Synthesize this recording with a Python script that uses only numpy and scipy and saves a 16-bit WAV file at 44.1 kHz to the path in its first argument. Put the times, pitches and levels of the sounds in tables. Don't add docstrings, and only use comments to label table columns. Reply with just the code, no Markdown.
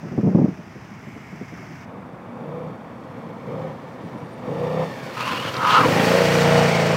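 import sys
import numpy as np
from scipy import signal
from scipy.fft import rfft, irfft
from scipy.io import wavfile
from scipy.ndimage import uniform_filter1d, minimum_filter1d, map_coordinates

SR = 44100
rng = np.random.default_rng(int(sys.argv[2]) if len(sys.argv) > 2 else 0)


def wrap_up_sound(samples):
    columns = np.atleast_2d(samples).T
    tamed = np.clip(columns, -1, 1)
    steps = np.round(tamed * 32767).astype(np.int16)
    wavfile.write(sys.argv[1], SR, steps)


N = 306936
TIME = np.arange(N) / SR
FREQS = np.fft.rfftfreq(N, 1 / SR)
SECOND_SPOT_S = 1.85


def undb(db):
    return 10 ** (np.asarray(db) / 20)


def curves(rows):
    times, *columns = np.transpose(rows)
    return [np.interp(TIME, times, column) for column in columns]


def noise():
    return rng.standard_normal(N)


def unit(x):
    return x / np.std(x)


def steady(x, size=6000):
    return x / np.sqrt(uniform_filter1d(uniform_filter1d(x * x, size), size) + 1e-18)


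def drift(hz):
    return unit(irfft(rfft(noise()) / (1 + (FREQS / hz) ** 4), N))


def coloured(spectrum):
    hz, db = np.transpose(spectrum)
    shape = undb(np.interp(np.log(FREQS + 1), np.log(hz), db, left=-np.inf))
    return unit(irfft(rfft(noise()) * shape, N))


def band(x, low_hz, high_hz, order=3):
    return signal.sosfilt(signal.butter(order, [low_hz, high_hz], "band", fs=SR, output="sos"), x)


def ring(x, modes, band_hz, order=3):
    ringing = sum((-1) ** k * undb(db) * signal.lfilter(*signal.iirpeak(hz, hz / width, SR), x)
                  for k, (hz, width, db) in enumerate(modes))
    return band(ringing, *band_hz, order)


def wavering(hz, spread, wander_hz):
    return np.sqrt(2) * np.sin(2 * np.pi * np.cumsum(hz * (1 + spread * drift(wander_hz))) / SR)


def swells(rows):
    return sum(undb(db) * np.exp(-(2 * (TIME - s) / length - 1) ** 2) for s, db, length in rows)


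def hits(rows, attack_share=0.11):
    return sum(undb(db) * np.clip((TIME - s) / (attack_share * length), 0, 1)
               * np.exp(-((TIME - s) / length) ** 2) for s, db, length in rows)


def bell(centre_s, half_s):
    return np.exp(-((TIME - centre_s) / half_s) ** 2)


def on_ground():
    return uniform_filter1d(1. * (TIME > SECOND_SPOT_S), size=400)


# (time [s], distance [m])
APPROACH = [(2.05, 14.6), (2.95, 11.1), (3.6, 8.3), (4.4, 7.4), (4.82, 3.58), (5.1, 2.87), (5.6, 1.81),
            (6.0, 0.88), (6.62, 0.86), (6.96, 1.1)]


def distance():
    log_metres, = curves([(s, np.log(m)) for s, m in APPROACH])
    return np.exp(log_metres)


def fader_db(load, at_1m_db, throttle_db, doubling_db):
    return at_1m_db + throttle_db * load - doubling_db * np.log2(distance())


# (opens [s], roll-on [s], spin-up [s], closes [s], opening [0-1],
# target cycle rate [Hz], clean share of the note [0-1])
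THROTTLE_BURSTS = [(1.83, .06, .04, 2.0, .28, 24, .05), (2.17, .36, .3, 2.665, .95, 34, .88),
                   (3.06, .12, .08, 3.32, .36, 28.5, .3), (3.43, .07, .07, 3.655, .92, 32.1, .45),
                   (3.94, .12, .08, 4.22, .18, 23, .05), (4.385, .11, .17, 4.82, 1.0, 33, .76)]
# (time [s], cycle rate [Hz])
PULL_REVS = [(5.72, 22), (5.88, 26.1), (6.01, 27.8), (6.1, 28.6), (6.2, 29.95), (6.38, 29.3), (6.56, 29.8),
             (6.65, 29.3), (6.74, 27.9), (6.83, 27.35), (6.93, 27.8)]
# (time [s], opening [0-1])
PULL_OPENING = [(5.75, 0.03), (5.84, 0.74), (6.03, 0.62), (6.18, 0.53), (6.32, 0.48), (6.58, 0.62),
                (6.73, 0.26), (6.96, 0.51)]
IDLE_HZ, COAST_HZ = 11, 22
RELEASE_S, SPIN_DOWN_S = .058, .26
COAST_ROUGH, PULL_CLEAN, SETTLE_S = .9, .74, (5.83, 6.12)


def throttle():
    load, = curves(PULL_OPENING)
    cycle_hz, = curves(PULL_REVS)
    clean = 0
    for opens, roll_s, spin_s, closes, opening, top_hz, share in THROTTLE_BURSTS:
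        since, after = np.maximum(TIME - opens, 0), np.maximum(TIME - closes, 0)
        grip = np.minimum(since / roll_s, 1) * np.exp(-(after / RELEASE_S) ** 2)
        revs = (1 - np.exp(-since / spin_s)) * np.exp(-(after / SPIN_DOWN_S) ** 2)
        load = np.maximum(load, opening * grip)
        cycle_hz = np.maximum(cycle_hz, COAST_HZ + (top_hz - COAST_HZ) * revs)
        clean = np.maximum(clean, share * grip * revs)
    rough = np.clip(COAST_ROUGH - clean - np.interp(TIME, SETTLE_S, [0, PULL_CLEAN]), 0, 1)
    riding = TIME > SECOND_SPOT_S
    return load, np.where(riding, cycle_hz, IDLE_HZ), np.where(riding, rough, 1)


def firings(cycles, rough, second_db=-0.5, scatter_db=4, jitter_s=0.00059):
    whole = np.arange(1, int(cycles[-1]) + 1)
    due_s = np.interp(np.column_stack([whole, whole + 270 / 720]).ravel(), cycles, TIME)
    uneven = np.interp(due_s, TIME, rough)
    level_scatter, time_scatter = rng.standard_normal((len(due_s), 2)).T
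    strength = undb(np.tile([0, second_db], len(whole)) + scatter_db * uneven * level_scatter)
    fired_s = due_s + jitter_s * uneven ** 2 * time_scatter
    return np.bincount(np.clip(fired_s * SR, 0, N - 1).astype(int), strength, N)


def gas_flow(pulses, decay_s=0.031):
    return steady(signal.lfilter([1], [1, -np.exp(-1 / (decay_s * SR))], pulses))


# (time [s], clatter [dB], whirr [dB], hiss [dB])
IDLE_FADERS = [(0.1, -55.5, -68, -80), (0.65, -58, -59, -82), (0.95, -57, -53.5, -77), (1.1, -59, -47, -69),
               (1.55, -54.5, -49, -73), (1.82, -54.5, -51.5, -74)]
# (frequency [Hz], level [dB])
TICKOVER_EQ = [(600, 6.5), (1000, 4), (1500, 1), (1900, 2), (2200, -2), (2600, -3.5), (3300, -17),
               (4000, -25.5), (5000, -9.5), (6100, -11.5), (8000, -29), (10500, -35), (12500, -29),
               (16000, -31)]
BELT_WHIRR_EQ = [(1200, -18), (1850, 2.5), (2200, 12.5), (2550, -5), (3300, -8), (4200, -40)]
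BELT_HISS_EQ = [(6000, -21), (7400, 5), (8300, -6), (9300, -6), (10500, -19), (12500, -5), (14000, -5),
                (15500, -20)]


def idling(pulses, clatter_trim_db=9, whirr_trim_db=-3):
    clatter_db, whirr_db, hiss_db = curves(IDLE_FADERS)
    throb = steady(1 + 0.18 * gas_flow(pulses, decay_s=0.007))
    clatter = coloured(TICKOVER_EQ) * throb * undb(clatter_db + clatter_trim_db)
    whirr = coloured(BELT_WHIRR_EQ) * undb(whirr_db + whirr_trim_db)
    hiss = coloured(BELT_HISS_EQ) * undb(hiss_db)
    return (1 - on_ground()) * (clatter + whirr + hiss)


def harmonics(cycles, orders, waver_db=2):
    return sum(np.sqrt(2) * np.sin(2 * np.pi * order * cycles) * undb(db + waver_db * drift(25))
               for order, db in orders)


def surge(cycles, peak_phase=.35):
    return np.cos(2 * np.pi * (cycles - peak_phase))


# (frequency [Hz], width [Hz], level [dB])
FIRM_LOW_MODES = [(88, 15, -24), (165, 32, 0), (255, 32, -17), (327, 28, -14)]
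RAGGED_LOW_MODES = [(118, 32, 0), (149, 60, -1), (225, 124, -5), (313, 59, -15.5)]
# (multiple of the cycle rate, level [dB])
HUM_HARMONICS = [(4, -13), (7, -20)]
LOAD_KNEE = 0.47
# (centre [s], half-length [s])
AIRBOX_FACING, PIPE_FACING = (6.01, 0.16), (6.63, 0.38)


def exhaust_boom(cycles, pulses, putter, rough, load, drone_db=3, facing_db=3, idle_db=-50.5):
    drone = steady(ring(pulses, FIRM_LOW_MODES, band_hz=(76, 363))) + harmonics(cycles, HUM_HARMONICS)
    ragged = steady(ring(putter, RAGGED_LOW_MODES, band_hz=(102, 445)))
    boom = steady((1 - rough) * drone * undb(drone_db) + rough * ragged)
    riding_db = fader_db(load ** LOAD_KNEE, at_1m_db=-32.5, throttle_db=12.95, doubling_db=4.05)
    riding_db += facing_db * bell(*PIPE_FACING)
    return boom * undb(np.where(TIME > SECOND_SPOT_S, riding_db, idle_db))


# (multiple of the cycle rate, level [dB])
SONG_HARMONICS = [(14, -14), (16, 0), (17, -11), (18, -8)]
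CLOSE_HARMONICS = [(21, -12), (22, -1.5)]
# (frequency [Hz], width [Hz], level [dB])
GROWL_MODES = [(485, 128, -2.3), (543, 38, -1.7)]
RAGGED_MID_MODES = [(425, 230, -5.5), (502, 77, 4.5), (535, 66.5, 1.5)]


def exhaust_bark(cycles, pulses, putter, rough, load, throb_depth=.35, idle_db=-77):
    notes = harmonics(cycles, SONG_HARMONICS)
    notes += np.minimum(1 / distance(), 1) * harmonics(cycles, CLOSE_HARMONICS)
    growl_db = np.interp(distance(), [1, 3], [-1, -4])
    growl = steady(ring(pulses, GROWL_MODES, band_hz=(366, 620))) * undb(growl_db)
    song = steady(steady(notes + growl) * (1 + throb_depth * surge(cycles)))
    ragged = steady(ring(putter, RAGGED_MID_MODES, band_hz=(298, 710)))
    bark = steady((1 - rough) * song + 2 * rough * ragged)
    riding_db = fader_db(load, at_1m_db=-29.5, throttle_db=15.4, doubling_db=5.47)
    return bark * undb(np.where(TIME > SECOND_SPOT_S, riding_db, idle_db))


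# (frequency [Hz], width [Hz], level [dB])
PIPE_MODES = [(654, 32, 5), (748, 75, -6), (797, 70, -3.5)]
PIPE_BLARE_MODES = [(740, 43, 2), (815, 53, -1), (996, 50, -4), (1080, 65, -12)]
# (start [s], level [dB], length [s])
BLARE_SWELLS = [(4.72, -34, 0.14), (6.66, -28, 0.21)]


def exhaust(cycles, pulses, rough, load, putter_db=-2, facing_db=11.5, shield_db=4, overrun_db=3.5):
    puffs = gas_flow(pulses) * noise()
    putter = (0.23 * steady(pulses) + 0.78 * puffs) * undb(putter_db * on_ground() * surge(cycles))
    boom = exhaust_boom(cycles, pulses, putter, rough, load)
    bark = exhaust_bark(cycles, pulses, putter, rough, load)
    outflow = (1 - rough) * steady(pulses) + rough * puffs
    pipe_db = fader_db(load, at_1m_db=-39.5, throttle_db=12, doubling_db=4.4)
    pipe_db += facing_db * bell(*PIPE_FACING)
    pipe = on_ground() * steady(ring(outflow, PIPE_MODES, band_hz=(540, 1100))) * undb(pipe_db)
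    blare = steady(ring(outflow, PIPE_BLARE_MODES, band_hz=(660, 1120))) * swells(BLARE_SWELLS)
    duck_db = shield_db * bell(*AIRBOX_FACING) + overrun_db * bell(centre_s=5.14, half_s=0.14)
    return (boom + bark + pipe) * undb(-duck_db) + blare


# (frequency [Hz], level [dB])
YARD_EQ = [(30, -42), (60, -10), (110, 4.5), (170, 6.5), (300, -3), (600, -11), (1000, -12.5),
           (2000, -18.5), (4000, -31), (16000, -50)]
GROUND_EQ = [(18, -60), (30, -38), (53, -20.5), (117, -8), (221, -1.5), (403, -10.5), (511, -9.5),
             (738, -11), (1090, -13.5), (1540, -19), (2220, -24.5), (3960, -43), (15900, -56)]


def town(yard_db=-41, ground_db=-40.5):
    yard = (1 - on_ground()) * coloured(YARD_EQ) * undb(yard_db)
    ground = on_ground() * coloured(GROUND_EQ) * undb(ground_db)
    return (yard + ground) * undb(.5 * drift(0.36))


# (start [s], level [dB], length [s])
WIND_HITS = [(0.025, -21, 0.074), (0.108, -21, 0.11), (0.177, -7.5, 0.026), (0.229, -7.5, 0.054),
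             (0.262, -9.5, 0.045), (0.305, -18, 0.095), (0.347, 1.5, 0.015), (0.37, -7.5, 0.019),
             (0.384, -6.5, 0.029), (0.41, -8.5, 0.037), (0.441, -5, 0.018), (0.476, -10, 0.022),
             (0.51, -24, 0.027), (0.586, -25, 0.033), (.664, -28.5, .02), (0.753, -25.5, 0.016),
             (.912, -31, 0.019), (.97, -41, 0.02), (1.068, -24.5, 0.023), (1.16, -26, 0.019),
             (1.323, -25.5, 0.031), (1.409, -21, 0.028), (1.522, -23, 0.024), (1.588, -29, 0.042),
             (1.698, -31, 0.044), (4.034, -23, 0.043), (4.148, -22.5, 0.028), (4.225, -23, 0.016)]
# (frequency [Hz], level [dB])
WIND_EQ = [(30, -36), (70, -40), (120, -5), (190, 3), (280, -6.5), (420, -11.5), (700, -24), (1200, -41),
           (2500, -78)]


def wind(trim_db=-7.5):
    thumps = steady(coloured(WIND_EQ), size=500) * hits(WIND_HITS)
    return band(thumps, low_hz=85, high_hz=3000) * undb(trim_db)


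def wall_echoes(x, t60_s=0.54, predelay_s=.03, far_db=-9, near_db=-23):
    t = TIME[:SR]
    decay = np.exp(-np.log(1000) * t / t60_s) * (t > predelay_s)
    response = band(noise()[:SR], low_hz=130, high_hz=2500, order=1) * decay
    send = x * undb(np.interp(TIME, [3.5, 5.6], [far_db, near_db]))
    return unit(signal.fftconvolve(send, response)[:N]) * np.std(send)


# (frequency [Hz], level [dB])
RASP_EQ = [(300, 8.5), (600, 6.5), (800, 8.5), (1020, 8), (1250, 6), (1500, -7), (2200, -41)]
VALVE_EQ = [(1000, -13), (1430, 2), (1650, 0), (1900, 1.5), (2300, -2), (2700, -2), (3200, -5.5),
            (3700, -13), (4100, -21), (5000, -36)]
HISS_EQ = [(3600, 3), (4150, 5), (4500, 7.5), (4900, 3), (5600, 3.5), (6500, -1.5), (8700, -6),
           (10500, -10.5), (12500, -10), (14500, -9), (16000, -16)]
# (frequency [Hz], width [Hz], level [dB])
ENGINE_CASE_MODES = [(1790, 150, 10), (2277, 140, 10), (2690, 660, 0), (3270, 140, 2.5), (3544, 120, 2)]


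def machinery(pulses, load, rasp_depth=0.14, clatter_depth=0.83, rear_shade=0.51, shade_hz=9300):
    throb = gas_flow(pulses)
    rasp = coloured(RASP_EQ) * steady(1 - rasp_depth + rasp_depth * throb)
    rasp *= undb(fader_db(load ** LOAD_KNEE, at_1m_db=-33, throttle_db=9.66, doubling_db=5.12))
    casing_share = np.interp(distance(), [1, 4], [0.26, 0.8])
    casing = unit(ring(noise(), ENGINE_CASE_MODES, band_hz=(1570, 4050)))
    clatter = steady(casing_share * casing + (1 - casing_share) * coloured(VALVE_EQ))
    clatter *= steady(1 - clatter_depth + clatter_depth * throb)
    clatter *= undb(fader_db(load, at_1m_db=-28.5, throttle_db=3.67, doubling_db=8.7))
    hiss = coloured(HISS_EQ) * undb(0.93 * drift(30))
    top = irfft(rfft(hiss) * (FREQS > shade_hz), N)
    hiss -= rear_shade * bell(centre_s=6.84, half_s=0.58) * top
    hiss *= undb(fader_db(load, at_1m_db=-35.5, throttle_db=2.3, doubling_db=9.45))
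    return on_ground() * road_bounce(rasp + clatter + hiss)


# (time [s], delay [ms])
BOUNCE_DELAY = [(2.0, .8), (4.0, 1.02), (4.45, 1.06), (4.87, 1.1), (5.0, 1.2), (5.15, 1.48), (5.8, 2.1)]


def road_bounce(x, far_share=0.19, near_share=0.1):
    delay_ms, = curves(BOUNCE_DELAY)
    share = np.interp(distance(), [1, 3], [near_share, far_share])
    late = map_coordinates(x, [(TIME - delay_ms / 1000) * SR], mode="mirror")
    return (x + share * late) / np.sqrt(1 + share ** 2)


# (start [s], level [dB])
BRAKE_CUES = [(4.0344, -68), (4.1714, -67), (4.2414, -71), (4.32, -63)]


def brake_squeaks(length_s=.03):
    envelope = swells([(s, db, length_s) for s, db in BRAKE_CUES])
    return wavering(hz=9010, spread=.005, wander_hz=99) * envelope


# (time [s], pitch [Hz], level [dB])
BELT_GLIDE = [(4.5, 1880, -64), (4.88, 1830, -52), (4.98, 1730, -47), (5.06, 1530, -48), (5.15, 1310, -59)]


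def belt_whine():
    hz, db = curves(BELT_GLIDE)
    gate = (TIME > BELT_GLIDE[0][0]) & (TIME < BELT_GLIDE[-1][0])
    return wavering(hz, spread=0.03, wander_hz=120) * undb(db) * gate


# (time [s], squeal [dB], grind [dB])
SCRUB_FADERS = [(5.11, -60, -51.5), (5.17, -30, -38.5), (5.21, -26, -31.5), (5.238, -30, -35),
                (5.3, -24.5, -30.5), (5.438, -33.5, -36.5), (5.492, -27.5, -32), (5.51, -39, -44),
                (5.634, -18, -37.5), (5.714, -15, -22), (5.762, -9, -22), (5.815, -15, -30.5),
                (5.87, -20, -34)]
# (time [s], squeal [Hz], grind [Hz])
SCRUB_PITCH = [(5.1, 1283, 2373), (5.25, 1261, 2630), (5.31, 1045, 2840), (5.39, 1040, 2840),
               (5.46, 1346, 3090), (5.54, 1330, 3280), (5.63, 1243, 2815), (5.78, 1265, 2883),
               (5.83, 1187, 2650), (5.87, 900, 2530)]
# (frequency [Hz], width [Hz], level [dB])
CARCASS_MODES = [(1004, 128, -2), (1305, 160, -4), (1390, 200, -4)]
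# (frequency [Hz], level [dB])
GRIT_EQ = [(940, -15), (1600, -1.5), (1900, -4), (2740, -3.5), (3140, -4.5), (3840, -8.5), (4180, -7.5),
           (7670, -24.5), (11000, -37), (15900, -55)]


def tyre_scrub(tone_db=-3, carcass_db=-3.5, rasp_db=-4, grit_db=-1, dust_cap_db=-48):
    squeal_db, grind_db = curves(SCRUB_FADERS)
    squeal_hz, grind_hz = curves(SCRUB_PITCH)
    turning = (TIME > SCRUB_FADERS[0][0]) & (TIME < SCRUB_FADERS[-1][0])
    slips = uniform_filter1d(1. * turning, size=2000) * undb(1.9 * drift(120))
    locked = undb(.2 * (squeal_db - squeal_db.max()) + 1.2 * drift(25))
    tone = locked * wavering(squeal_hz, spread=.03, wander_hz=150)
    carcass = steady(ring(noise(), CARCASS_MODES, band_hz=(694, 1600)), size=250)
    squeal = undb(tone_db) * tone + undb(carcass_db) * carcass
    grind = undb(grit_db) * coloured(GRIT_EQ)
    grind += undb(rasp_db) * wavering(grind_hz, spread=.09, wander_hz=385.4)
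    dust_db = np.minimum(grind_db - 19.5, dust_cap_db)
    dust = unit(band(noise(), low_hz=6500, high_hz=14600, order=2))
    return slips * (squeal * undb(squeal_db) + grind * undb(grind_db) + dust * undb(dust_db))


# (start [s], length [s], from [Hz], to [Hz], level [dB])
CHIRP_CUES = [(5.206, 0.067, 2540, 2970, -36), (5.34, .085, 2610, 3080, -35.5),
              (5.474, 0.027, 2850, 2960, -36)]


def tread_chirps():
    chirps = np.zeros(N)
    for s, length, from_hz, to_hz, db in CHIRP_CUES:
        glide_hz = np.interp(TIME, [s, s + length], [from_hz, to_hz])
        chirps += wavering(glide_hz, spread=.025, wander_hz=250) * swells([(s, db, length)])
    return chirps


# (start [s], level [dB], length [s])
CHASSIS_HITS = [(5.329, -27, 0.014), (5.885, -16, 0.0087)]
# (frequency [Hz], width [Hz], level [dB])
CHASSIS_MODES = [(240, 120, -6.5), (495, 160, -3), (850, 180, -10.5)]


def chassis_knocks():
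    body = steady(ring(noise(), CHASSIS_MODES, band_hz=(130, 1500), order=2), size=300)
    return body * hits(CHASSIS_HITS)


# (start [s], level [dB])
GRIT_CUES = [(5.5413, -18.5), (5.5662, -18)]


def grit_ticks(trim_db=-11, length_s=.005):
    envelope = swells([(s, db + trim_db, length_s) for s, db in GRIT_CUES])
    return unit(band(noise(), low_hz=3360, high_hz=5380)) * envelope


# (frequency [Hz], width [Hz], level [dB])
AIRBOX_GULP_MODES = [(156, 46, 1), (264, 60, -4.5)]
AIRBOX_MOAN_MODES = [(790, 72, 0)]
AIRBOX_HOWL_MODES = [(383, 30, -8), (556, 92, 0)]
# (start [s], level [dB], length [s])
MOAN_SWELL = [(5.9, -28, 0.19)]
HOWL_SWELL = [(6.085, -18.5, 0.17)]


def airbox(cycles, pulses, load, gulp_db=-20.5):
    strokes = np.diff(np.floor(cycles), prepend=0) * undb(drift(25))
    opened = np.minimum(2 * load, 1)
    gulps = steady(ring(strokes, AIRBOX_GULP_MODES, band_hz=(115, 487)))
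    gulps *= opened * np.sqrt(bell(*AIRBOX_FACING)) * undb(gulp_db)
    moan = steady(ring(pulses, AIRBOX_MOAN_MODES, band_hz=(750, 857))) * swells(MOAN_SWELL)
    howl = steady(ring(pulses, AIRBOX_HOWL_MODES, band_hz=(330, 630))) * swells(HOWL_SWELL)
    return gulps + moan + howl


def belt_whirr(start_s=6.63, peak_db=-31, length_s=0.22):
    whirr = unit(band(noise(), low_hz=2110, high_hz=2290, order=2))
    return whirr * swells([(start_s, peak_db, length_s)])


def scene(gulp_s=5.883):
    load, cycle_hz, rough = throttle()
    cycles = np.cumsum(cycle_hz) / SR
    cycles += -np.interp(gulp_s, TIME, cycles) % 1
    pulses = firings(cycles, rough)
    engine = exhaust(cycles, pulses, rough, load) + airbox(cycles, pulses, load)
    engine += idling(pulses) + machinery(pulses, load)
    tyre = tyre_scrub() + tread_chirps() + grit_ticks()
    scooter = engine + tyre + brake_squeaks() + belt_whine() + chassis_knocks() + belt_whirr()
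    return (scooter + wall_echoes(scooter) + wind() + town())[None]


def record(dry, ceiling=.7, top_hz=15900):
    gain = ceiling / np.maximum(np.abs(dry), ceiling)
    gain = uniform_filter1d(minimum_filter1d(gain, size=300), size=300)
    return signal.sosfilt(signal.ellip(10, .2, 80, top_hz, fs=SR, output="sos"), dry * gain)


dry = scene()
out = record(dry)
wrap_up_sound(out)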